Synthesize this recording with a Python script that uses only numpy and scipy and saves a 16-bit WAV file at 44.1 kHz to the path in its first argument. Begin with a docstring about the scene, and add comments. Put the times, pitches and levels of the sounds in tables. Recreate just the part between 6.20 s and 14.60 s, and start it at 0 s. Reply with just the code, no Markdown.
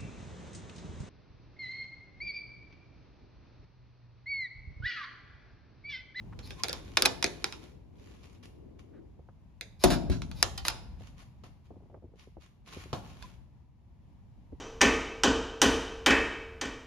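"""In a tiled restroom a stall door is swung shut: its loose slide bolt rattles in the hand, the panel
bangs on the frame, and the bolt is worked into its keeper. Then clothes rustle, a shoe lands and
fingers bump the microphone, over a low ventilation rumble. Metal and panel are struck resonators;
rubbing, airflow and reverberation are shaped noise."""
import sys
import numpy as np
from scipy import signal
from scipy.fft import rfft, irfft, next_fast_len
from scipy.io import wavfile

SR = 44100
rng = np.random.default_rng(int(sys.argv[2]) if len(sys.argv) > 2 else 0)


def wrap_up_sound(samples):
    """Save the sound to the file named by the first command line argument, as 16-bit audio."""
    columns = np.atleast_2d(samples).T
    # keep every value between -1 and 1, then stretch to whole-number steps
    tamed = np.clip(columns, -1, 1)
    steps = np.round(tamed * 32767).astype(np.int16)
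    wavfile.write(sys.argv[1], SR, steps)


N = 370440
TIME = np.arange(N) / SR


def from_db(db):
    """Decibel law: 20 dB is a factor of ten in amplitude."""
    return 10 ** (np.asarray(db) / 20)


def rms_one(x):
    """Normalization to unit effective value."""
    return x / np.sqrt(np.mean(x ** 2) + 1e-20)


def unit_energy(x):
    """Normalization to unit energy, averaged over the channels."""
    return rms_one(x) / np.sqrt(x.shape[-1])


def peak_one(x):
    """Normalization to unit peak."""
    return x / np.abs(x).max()


def level_curve(rows):
    """Amplitude envelope: levels in decibels joined by straight lines."""
    return from_db(np.interp(TIME, *np.transpose(rows)))


def at_hz(points, hz):
    """Interpolation along a logarithmic frequency axis."""
    points = np.array(points)
    return np.interp(np.log(hz), np.log(points[:, 0]), points[:, 1])


def panned(balance_db):
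    """Interaural level difference: gains for left and right, positive towards the left."""
    return from_db([[balance_db / 2], [-balance_db / 2]])


def butter(x, hz, kind, order=2):
    """Butterworth filtering: a maximally flat passband."""
    corner_hz = np.clip(hz, 10, SR * .45)
    sections = signal.butter(order, corner_hz, kind, fs=SR, output="sos")
    return signal.sosfilt(sections, x + 1e-18)


def add(track, s, sound):
    """Superposition: mixes a sound into a track at a time in seconds."""
    at = max(round(s * SR), 0)
    track[..., at:at + sound.shape[-1]] += sound[..., :N - at]


def convolve(x, response):
    """Linear convolution: plays a signal through a stereo impulse response."""
    return signal.oaconvolve(np.atleast_2d(x), response, axes=-1)[:, :N]


def drift(rate):
    """Random modulation: normal values, rate per second, joined by straight lines."""
    return np.interp(TIME * rate, np.arange(4000), rng.standard_normal(4000))


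def stroke(length_s):
    """Envelope of rubbing: the movement swells, holds and lets go."""
    return signal.windows.tukey(max(int(length_s * SR), 2), .5)


def resonate(force, modes, spread_db=0):
    """Modal superposition: parallel two-pole resonances, their strengths varied by spread_db."""
    out = 0
    for hz, width_hz, db in modes:
        r = np.exp(-np.pi * width_hz / SR)
        zeros = [(1 - r * r) / 2, 0, (r * r - 1) / 2]
        poles = [1, -2 * r * np.cos(2 * np.pi * hz / SR), r * r]
        mode = signal.lfilter(zeros, poles, force)
        out = out + from_db(db + spread_db * rng.standard_normal()) * mode
    return out


def treble_dip(x, notch_hz=8350, notch_q=5):
    """Notch filter: a narrow dip in the treble, near 8.35 kHz."""
    return signal.lfilter(*signal.iirnotch(notch_hz, notch_q, fs=SR), x)


def beside_panel(x, lag_radians=1.9, lean_db=2.0, hollow_db=6.0):
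    """Near field: the panel's low swing reaches the left port late and louder, most in the low middle."""
    split_hz = 430
    # the left channel's lows feed both ports, turned half the lag each way
    wave = signal.hilbert(butter(x[0], split_hz, "low", order=4))
    turn = np.exp(.5j * lag_radians * np.array([[-1], [1]]))
    low = (wave * turn).real * panned(lean_db)
    low = low + (panned(2 * hollow_db) - 1.5) * butter(low, [240, 380], "band", order=1)
    return low + butter(x, split_hz, "high", order=4)


# Likeness of the left and right noise: (pitch_hz, correlation [-1 to 1])
LIKENESS = [(50, 0.22), (130, 0.77), (1400, 0.31), (7000, 0.044)]


def stereo(mid, side, hz):
    """Interchannel coherence: left and right from two unrelated noises, alike as the room makes them."""
    alike = np.clip(at_hz(LIKENESS, hz), -1, 1)
    return np.sqrt(1 + alike) * mid + np.sqrt(1 - alike) * side * [[1], [-1]]


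def noise(spectrum, size, t60s):
    """Frequency-dependent decay: stereo third-octave noises each die at their own rate; rms 1."""
    t, out = np.arange(size) / SR, 0
    bins, white = np.fft.rfftfreq(size, 1 / SR), rfft(rng.standard_normal((2, size)))
    half_band = 2 ** (1 / 6)
    for hz in 25 * 2 ** (np.arange(29) / 3):
        inside = (bins >= hz / half_band) * (bins < hz * half_band)
        mid, side = irfft(white * inside, size)
        decay = np.exp(-np.log(1000) * t / at_hz(t60s, hz))
        band = stereo(mid, side, hz) * decay
        # band amplitude follows the density times the root of the bandwidth
        out = out + from_db(at_hz(spectrum, hz)) * np.sqrt(hz) * rms_one(band)
    return rms_one(out)


def steady_noise(spectrum):
    """Spectral shaping: steady stereo noise of a given colour; rms 1."""
    size = next_fast_len(N)
    hz = np.maximum(np.fft.rfftfreq(size, 1 / SR), 1)
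    mid, side = rfft(rng.standard_normal((2, size))) * from_db(at_hz(spectrum, hz))
    return rms_one(irfft(stereo(mid, side, hz), size)[:, :N])


# Reverberation times of the tiled room: (pitch_hz, t60_s)
ROOM_T60 = [(60, 4.1), (160, 1.2), (1000, 0.58), (14000, 0.43)]
# Decay times within the stall: (pitch_hz, t60_s)
STALL_T60 = [(60, 0.31), (5000, 0.1), (14000, 0.63)]


def reverberant(spectrum, room_db):
    """Coupled reverberation: a dense ring in the stall plus the tiled room's longer tail; energy 1."""
    stall = noise(spectrum, SR, STALL_T60)
    room = noise(spectrum, SR, ROOM_T60)
    return unit_energy(stall + from_db(room_db) * room)


# Ventilation level as the microphone turns: (start_s, level_db)
VENT = [(0, -45.5), (1.5, -52.5), (3.4, -54.5), (4.3, -45), (5.0, -51), (6.3, -58.5), (6.9, -48),
        (7.5, -57.5), (8.4, -51)]
# Spectrum of the moving air: (pitch_hz, density_db [dB per Hz])
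AIR = [(25, -11.5), (55, 3), (100, -2.5), (200, -9.5), (450, -30), (950, -27), (1350, -40), (2400, -40),
       (3500, -45), (16000, -58.5)]


def ventilation(lean_db=1.5):
    """Broadband flow noise: a low, slightly uneven rumble fills the room."""
    return level_curve(VENT) * from_db(drift(10)) * steady_noise(AIR) * panned(lean_db)


# Sleeve or trouser leg brushing with each movement: (start_s, length_s, level_db)
BRUSHES = [(0.212, 0.69, -63), (1.021, 0.56, -63), (1.697, 0.52, -67), (2.224, 0.04, -54.5),
           (2.587, 0.022, -62), (4.777, 0.13, -64), (4.958, 0.09, -60), (5.232, 0.045, -58),
           (5.44, 0.035, -71), (5.951, 0.11, -61.5), (6.194, 0.086, -64), (6.441, 0.22, -53.5),
           (6.558, 0.65, -61.5)]
# Spectrum of rubbed cloth: (pitch_hz, density_db [dB per Hz])
CLOTH = [(400, -8), (750, -13.5), (1100, -6.5), (1600, -14), (2350, -9.5), (7300, -20.5), (8100, -47.5),
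         (9230, -23), (13300, -28.5), (15000, -62)]
# Even reflection of the rustle by the tiles: (pitch_hz, density_db [dB per Hz])
EVEN = [(1000, 0)]


def clothes(snaps_per_s=260, snap_db=4, scuff_db=3, wet_db=-2, room_db=0):
    """Fabric friction: brushes swell in uneven scuffs with tiny snaps of the folds, and linger."""
    rubbing = np.zeros(N)
    for s, length, db in BRUSHES:
        add(rubbing, s, from_db(db) * stroke(length))
    # snaps fall at random and each dies away in about a millisecond
    snaps = (rng.random(N) < snaps_per_s / SR) * np.minimum(rng.exponential(1, N), 3)
    snaps = signal.lfilter([1], [1, -np.exp(-1 / (.001 * SR))], snaps)
    scuffs = from_db(scuff_db * drift(40))
    folds = rms_one(1 + from_db(snap_db) * snaps)
    cloth = rubbing * scuffs * folds * steady_noise(CLOTH)
    return cloth + from_db(wet_db) * convolve(cloth, reverberant(EVEN, room_db))


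# Finger knocks on the microphone housing: (start_s, level_db, lowpass_hz)
BUMPS = [(2.991, -42.5, 596), (3.087, -45, 1087), (4.807, -41.5, 663), (5.505, -38.5, 495),
         (5.565, -43, 436), (5.743, -39, 827), (5.84, -40.5, 483), (6.072, -42.5, 444), (6.168, -38, 536),
         (6.564, -34, 438), (6.654, -41.5, 453), (8.323, -34, 414)]
# Light touches while the grip shifts, one row: (start_s, end_s, mean level_db, highest lowpass_hz)
FIDGET = (5.5, 6, -51.5, 718)
TOUCH_COUNT = 28


def bumps(decay_s=0.0081, highest_thump_hz=110, thump_db=-8):
    """Structure-borne sound: fingers give dull, dry knocks over a soft thump, and lighter touches."""
    out, t = np.zeros((2, N)), np.arange(4096) / SR
    thump_s = .012  # time to the thump's fullest swing
    start_s, end_s, touch_db, touch_hz = FIDGET
    touches = []
    for _ in range(TOUCH_COUNT):
        touches.append((rng.uniform(start_s, end_s), rng.normal(touch_db, 1.4),
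                        touch_hz * rng.uniform(0.56, 1)))
    for s, db, high_hz in BUMPS + touches:
        # one part common to both channels, one part separate
        push = rng.standard_normal(len(t)) + .5 * rng.standard_normal((2, len(t)))
        knock = butter(push * np.exp(-t / decay_s), high_hz, "low", order=4)
        knock = butter(knock, 150, "high")
        thump_hz = highest_thump_hz * rng.uniform(0.43, 1)
        thump = t / thump_s * np.exp(1 - t / thump_s) * np.sin(2 * np.pi * thump_hz * t)
        add(out, s, from_db(db) * (peak_one(knock) + from_db(thump_db) * thump))
    return out


# Shoe landing on the tiles: (start_s, peak level_db)
STEPS = [(5.237, -39.5), (6.7297, -19)]
# Spectrum of the shoe: (pitch_hz, density_db [dB per Hz])
SHOE = [(47, -28), (90, 6.5), (400, -8), (720, -3), (1200, -10), (2000, -25), (3600, -17.5), (14000, -41)]


def steps(slap_db=4, slap_s=0.0064, room_db=-7):
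    """Impact and reverberation: a sole slaps the tiles and the room answers."""
    attack = from_db(slap_db * np.exp(-np.arange(SR) / SR / slap_s))
    slap = peak_one(attack * reverberant(SHOE, room_db))
    out = np.zeros((2, N))
    for s, db in STEPS:
        add(out, s, from_db(db) * slap)
    return out


# Grumble of the panel swinging on its hinges: (start_s, level_db)
SWING = [(0, -60.5), (1.2, -53.5), (2.0, -61), (2.8, -56), (3.3, -80.5)]


def swing(low_hz=220, high_hz=420):
    """Band-limited noise: the moving panel gives a hollow, wandering grumble."""
    grumble = butter(rng.standard_normal((2, N)), [low_hz, high_hz], "band")
    return level_curve(SWING) * from_db(2 * drift(12)) * rms_one(beside_panel(grumble))


# Squeaks and rasps of hinge and fittings: (start_s, length_s, pitch_hz, width_hz, level_db)
SQUEAKS = [(0.12, 0.023, 1110, 700, -50.5), (0.215, 0.067, 4230, 500, -54), (0.33, 0.14, 1050, 70, -53.5),
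           (2.708, 0.11, 1377, 790, -68.5), (7.016, 0.051, 1014, 30.2, -51.5)]


def squeaks():
    """Random stick-slip excites one resonance: a rasp when it is wide, a thin squeak when narrow."""
    out = np.zeros(N)
    for s, length, hz, width_hz, db in SQUEAKS:
        size, mode = max(int(length * SR), 2), [(hz, width_hz, 0)]
        # resonated twice; the last stretch has settled
        rasp = resonate(resonate(rng.standard_normal(SR), mode), mode)[-size:]
        add(out, s, from_db(db) * np.hanning(size) * rms_one(rasp))
    return out


# Bolt sliding in its sleeve: (start_s, length_s, relative level_db)
SLIDES = [(0.222, 0.092, -52.5), (3.586, 0.2, -41), (4.134, 0.17, -50.5), (4.442, 0.072, -34.5)]
# Broad resonances of the hand-held latch: (pitch_hz, width_hz, level_db)
BOLT = [(1060, 1100, -4.5), (2365, 490, -0.5), (3790, 1100, -0.5), (6300, 900, -18), (9904, 1700, -7)]
# The bar's own bending mode: (pitch_hz, width_hz, level_db)
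BAR = [(4940, 290, 0.5)]
# Spectrum of the bolt's tail: (pitch_hz, density_db [dB per Hz])
BOLT_RING = [(150, -10), (350, 14.5), (1000, 3.5), (2000, -4.5), (5100, -1.5), (7200, -10.5),
             (10200, -16.5), (14500, -34.5)]


def slides(grain_db=4, wet_db=1, room_db=-3):
    """Sliding friction: metal catching on countless tiny ridges is grainy noise through its modes."""
    friction = np.zeros(N)
    for s, length, db in SLIDES:
        add(friction, s, from_db(db) * stroke(length))
    ridges = rng.standard_normal(N) * from_db(grain_db * drift(400))
    scrape = friction * rms_one(resonate(ridges, BOLT + BAR))
    return (scrape + from_db(wet_db) * convolve(scrape, reverberant(BOLT_RING, room_db))) / 2


# Blows on the door panel: (start_s, relative level_db, contact lowpass_hz, extra level_db of first swings)
BANGS = [(0.823, -27.5, 891, 2), (0.857, -27, 700, 4), (1.044, -31, 885, 9), (3.6393, -8.5, 1608, 6),
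         (3.705, -10.5, 370, 1), (3.897, -10, 140, 9.5)]
# Modes of the door panel: (pitch_hz, level_db, t60_s)
PANEL = [(47.4, -4, 0.43), (77.8, -5.5, 0.073), (159.95, -0.5, 0.67), (263, -6.5, 0.28), (284.5, -6, 0.41),
         (368, 0.5, 0.34), (705.4, -8, 0.56), (936, -17.5, 0.53)]
# Spectrum of the panel's boom: (pitch_hz, density_db [dB per Hz])
BOOM = [(25, -20.5), (50, 1), (170, 1.5), (320, 0), (480, -12.5), (680, 0.5), (950, -13.5), (4000, -25.5)]


def door(modes_db=1, boom_db=20, room_db=-1, slam_s=0.013):
    """Modal excitation: each blow rings the panel anew under a dense boom; soft contacts stay low."""
    t = np.arange(SR) / SR
    boom, out = reverberant(BOOM, room_db), np.zeros((2, N))
    for s, db, contact_hz, slam_db in BANGS:
        modes = 0
        for k, (hz, mode_db, t60) in enumerate(PANEL):
            envelope = from_db(mode_db + rng.normal(0, 4) - 60 * t / t60)
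            modes = modes + envelope * np.sin(2 * np.pi * hz * t) * (-1) ** k
        response = from_db(boom_db) * (boom + from_db(modes_db) * unit_energy(modes))
        # the first swings, before the frame soaks them up, are the widest
        blow = response * from_db(db + slam_db * np.exp(-t / slam_s))
        add(out, s, butter(blow, contact_hz, "low"))
    return beside_panel(out)


BOUNCE_GAP_S = 0.0016  # mean time between bounces
RATTLE_FADE_DB = 25  # mean fade over the length of a rattle


def bounces(rattle_s, count=32):
    """Inelastic rebound: a contact and its fading bounces, uneven in gap, strength and sign, as clicks."""
    times = np.append(0, np.cumsum(BOUNCE_GAP_S * rng.uniform(.3, 1.7, count)))
    kicks = np.append(1, from_db(rng.normal(-2, 2.5, count)) * rng.choice([-1, 1], count))
    train = np.zeros(int(times[-1] * SR) + 1)
    train[(times * SR).astype(int)] = kicks * from_db(-RATTLE_FADE_DB * times / max(rattle_s, 1 / SR))
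    return train


# Metal contacts of the bolt: (start_s, relative level_db, treble gain_db, bar ring level_db, rattle length_s)
CLACKS = [(0.190, -37, -18, 2, 0.0014), (0.306, -33, -20, -21, 0.0088), (0.435, -12, -24, 20, 0.0017),
          (0.4425, -22.5, -11, 8, 0.0022), (0.4836, -23.5, 12, -10, 0.005), (0.494, -20.5, 1, 33, 0.0042),
          (0.529, -20, 19, 20, 0.002), (0.7705, -7.5, -12.5, 1, 0.0055), (0.7733, -10, -9, 3, 0.0049),
          (0.8218, -5.5, 16, 14.5, 0.0022), (0.8523, -14, -5.5, 0.5, 0.022), (0.8563, -6, 0, -2.5, 0.012),
          (1.026, -14.5, -1, 8, 0.0069), (1.042, -8, -25, 12.5, 0.0019), (1.0627, -24.5, -10, 3, 0.0051),
          (1.2423, -12, -39, 6.5, 0.0014), (1.3241, -28, -29, 5, 0.0031), (3.41, -25.5, 3, -18, 0.0033),
          (3.638, -8.5, 9, 2.5, 0.022), (3.703, -22, 2.5, -20, 0.094), (3.8985, -33.5, -6, -15, 0.019),
          (3.915, -36, -21, -21, 0.09), (4.019, -30, -22, -20, 0.0029), (4.114, -35, -4, -24, 0.0024),
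          (4.227, -2, 6.5, 15.5, 0.004), (4.377, -26.5, 5, 8, 0.024), (4.4507, -22.5, -18, -18, 0.012),
          (4.4822, -9.5, 16, 2, 0.0032), (7.0245, -37.5, -12, -28.5, 0.0056)]
# Knock of the keeper on the frame: (pitch_hz, width_hz, level_db)
KEEPER = [(1140, 1400, -5)]
# Thin modes of the latch that sing on after a contact: (pitch_hz, level_db)
SINGING = [(2400, -4), (3700, -4.5), (5110, 0.5)]
SINGING_WIDTH_HZ = 220
SHUT_S = 3.6  # from here on the door lies against its frame
SHUT_DAMPING_HZ = 594  # the frame damps the ring below this
# share of a full blow passed to the door, and dB more per dB that the blow is softer
PANEL_SHARE_DB, PANEL_SHARE_SLOPE = -7.5, 0.31


def clacks(chatter_db=-23, chatter_s=0.0028, treble_hz=7000, dry_db=11.0, ring_db=10.5, room_db=-8,
           body_lean_db=-7, bar_lean_db=3):
    """Impact excitation: each contact is a sharp, bouncing crack that sets panel and room ringing."""
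    t = np.arange(1024) / SR
    spread_s, lag_s = .0012, .00003  # spread of the arrival; delay at the right port
    at_port = t - np.array([[0], [lag_s]])
    # bending waves disperse in the metal: the treble arrives first, the lows a millisecond later
    sweep = signal.chirp(at_port, 17000, spread_s, 0, phi=90)
    arrival = sweep * (at_port >= 0) * (at_port < spread_s)
    # door and microphone keep moving, so successive contacts ring differently
    rings = [unit_energy(treble_dip(reverberant(BOLT_RING, room_db))) for _ in range(5)]
    singing_modes = [(hz, SINGING_WIDTH_HZ, mode_db) for hz, mode_db in SINGING]
    out = np.zeros((2, N))
    for k, (s, db, treble_db, bar_db, rattle_s) in enumerate(CLACKS):
        chatter = np.exp(-t / chatter_s) * rng.standard_normal((2, len(t)))
        force = unit_energy(arrival) + from_db(chatter_db) * chatter
        crack = resonate(force, BOLT, spread_db=1.5)
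        crack = crack + (from_db(treble_db) - 1) * butter(crack, treble_hz, "high", order=1)
        # how much the bar sings depends on where it is struck
        crack = crack + from_db(bar_db) * resonate(force, BAR) * panned(bar_lean_db)
        push, ring = unit_energy(force[0]), rings[k % len(rings)]
        if s > SHUT_S:
            # the keeper knocks, and its grip halves the bolt's middle resonances
            gripped = crack - butter(crack, [2000, 4000], "band", order=1) / 2
            crack = gripped + resonate(force, KEEPER)
            push = butter(push, SHUT_DAMPING_HZ, "high", order=1)
        else:
            # the free latch sings on into the room
            ring = unit_energy(ring + resonate(ring, singing_modes))
        train = from_db(db) * bounces(rattle_s)
        share_db = PANEL_SHARE_DB - PANEL_SHARE_SLOPE * db
        blow = from_db(ring_db + share_db) * np.convolve(push, train)
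        add(out, s, from_db(dry_db) * signal.fftconvolve(unit_energy(crack), train[None]))
        add(out, s, signal.fftconvolve(ring, blow[None]))
    # the latch's middle register is stronger on the right
    return out + (panned(body_lean_db) - 0.5) * butter(out, [900, 2400], "band", order=1)


def scene():
    """Superposition: ventilation, shoe steps and bolt slides have a narrow dip in the treble."""
    dipped = treble_dip(ventilation() + steps() + slides())
    return dipped + clothes() + bumps() + swing() + squeaks() + door() + clacks()


CUTOFF_HZ = 16500


def record(dry, rolloff_hz=13000):
    """Band limiting and soft saturation: deep bass and treble are shed, peaks rounded, the top cut."""
    coloured = butter(dry, rolloff_hz, "low", order=3)
    coloured = butter(coloured, 32, "high", order=3)
    top_cut = signal.ellip(10, .3, 70, CUTOFF_HZ, fs=SR, output="sos")
    return signal.sosfilt(top_cut, np.tanh(coloured))


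dry = scene()
out = record(dry)
wrap_up_sound(out)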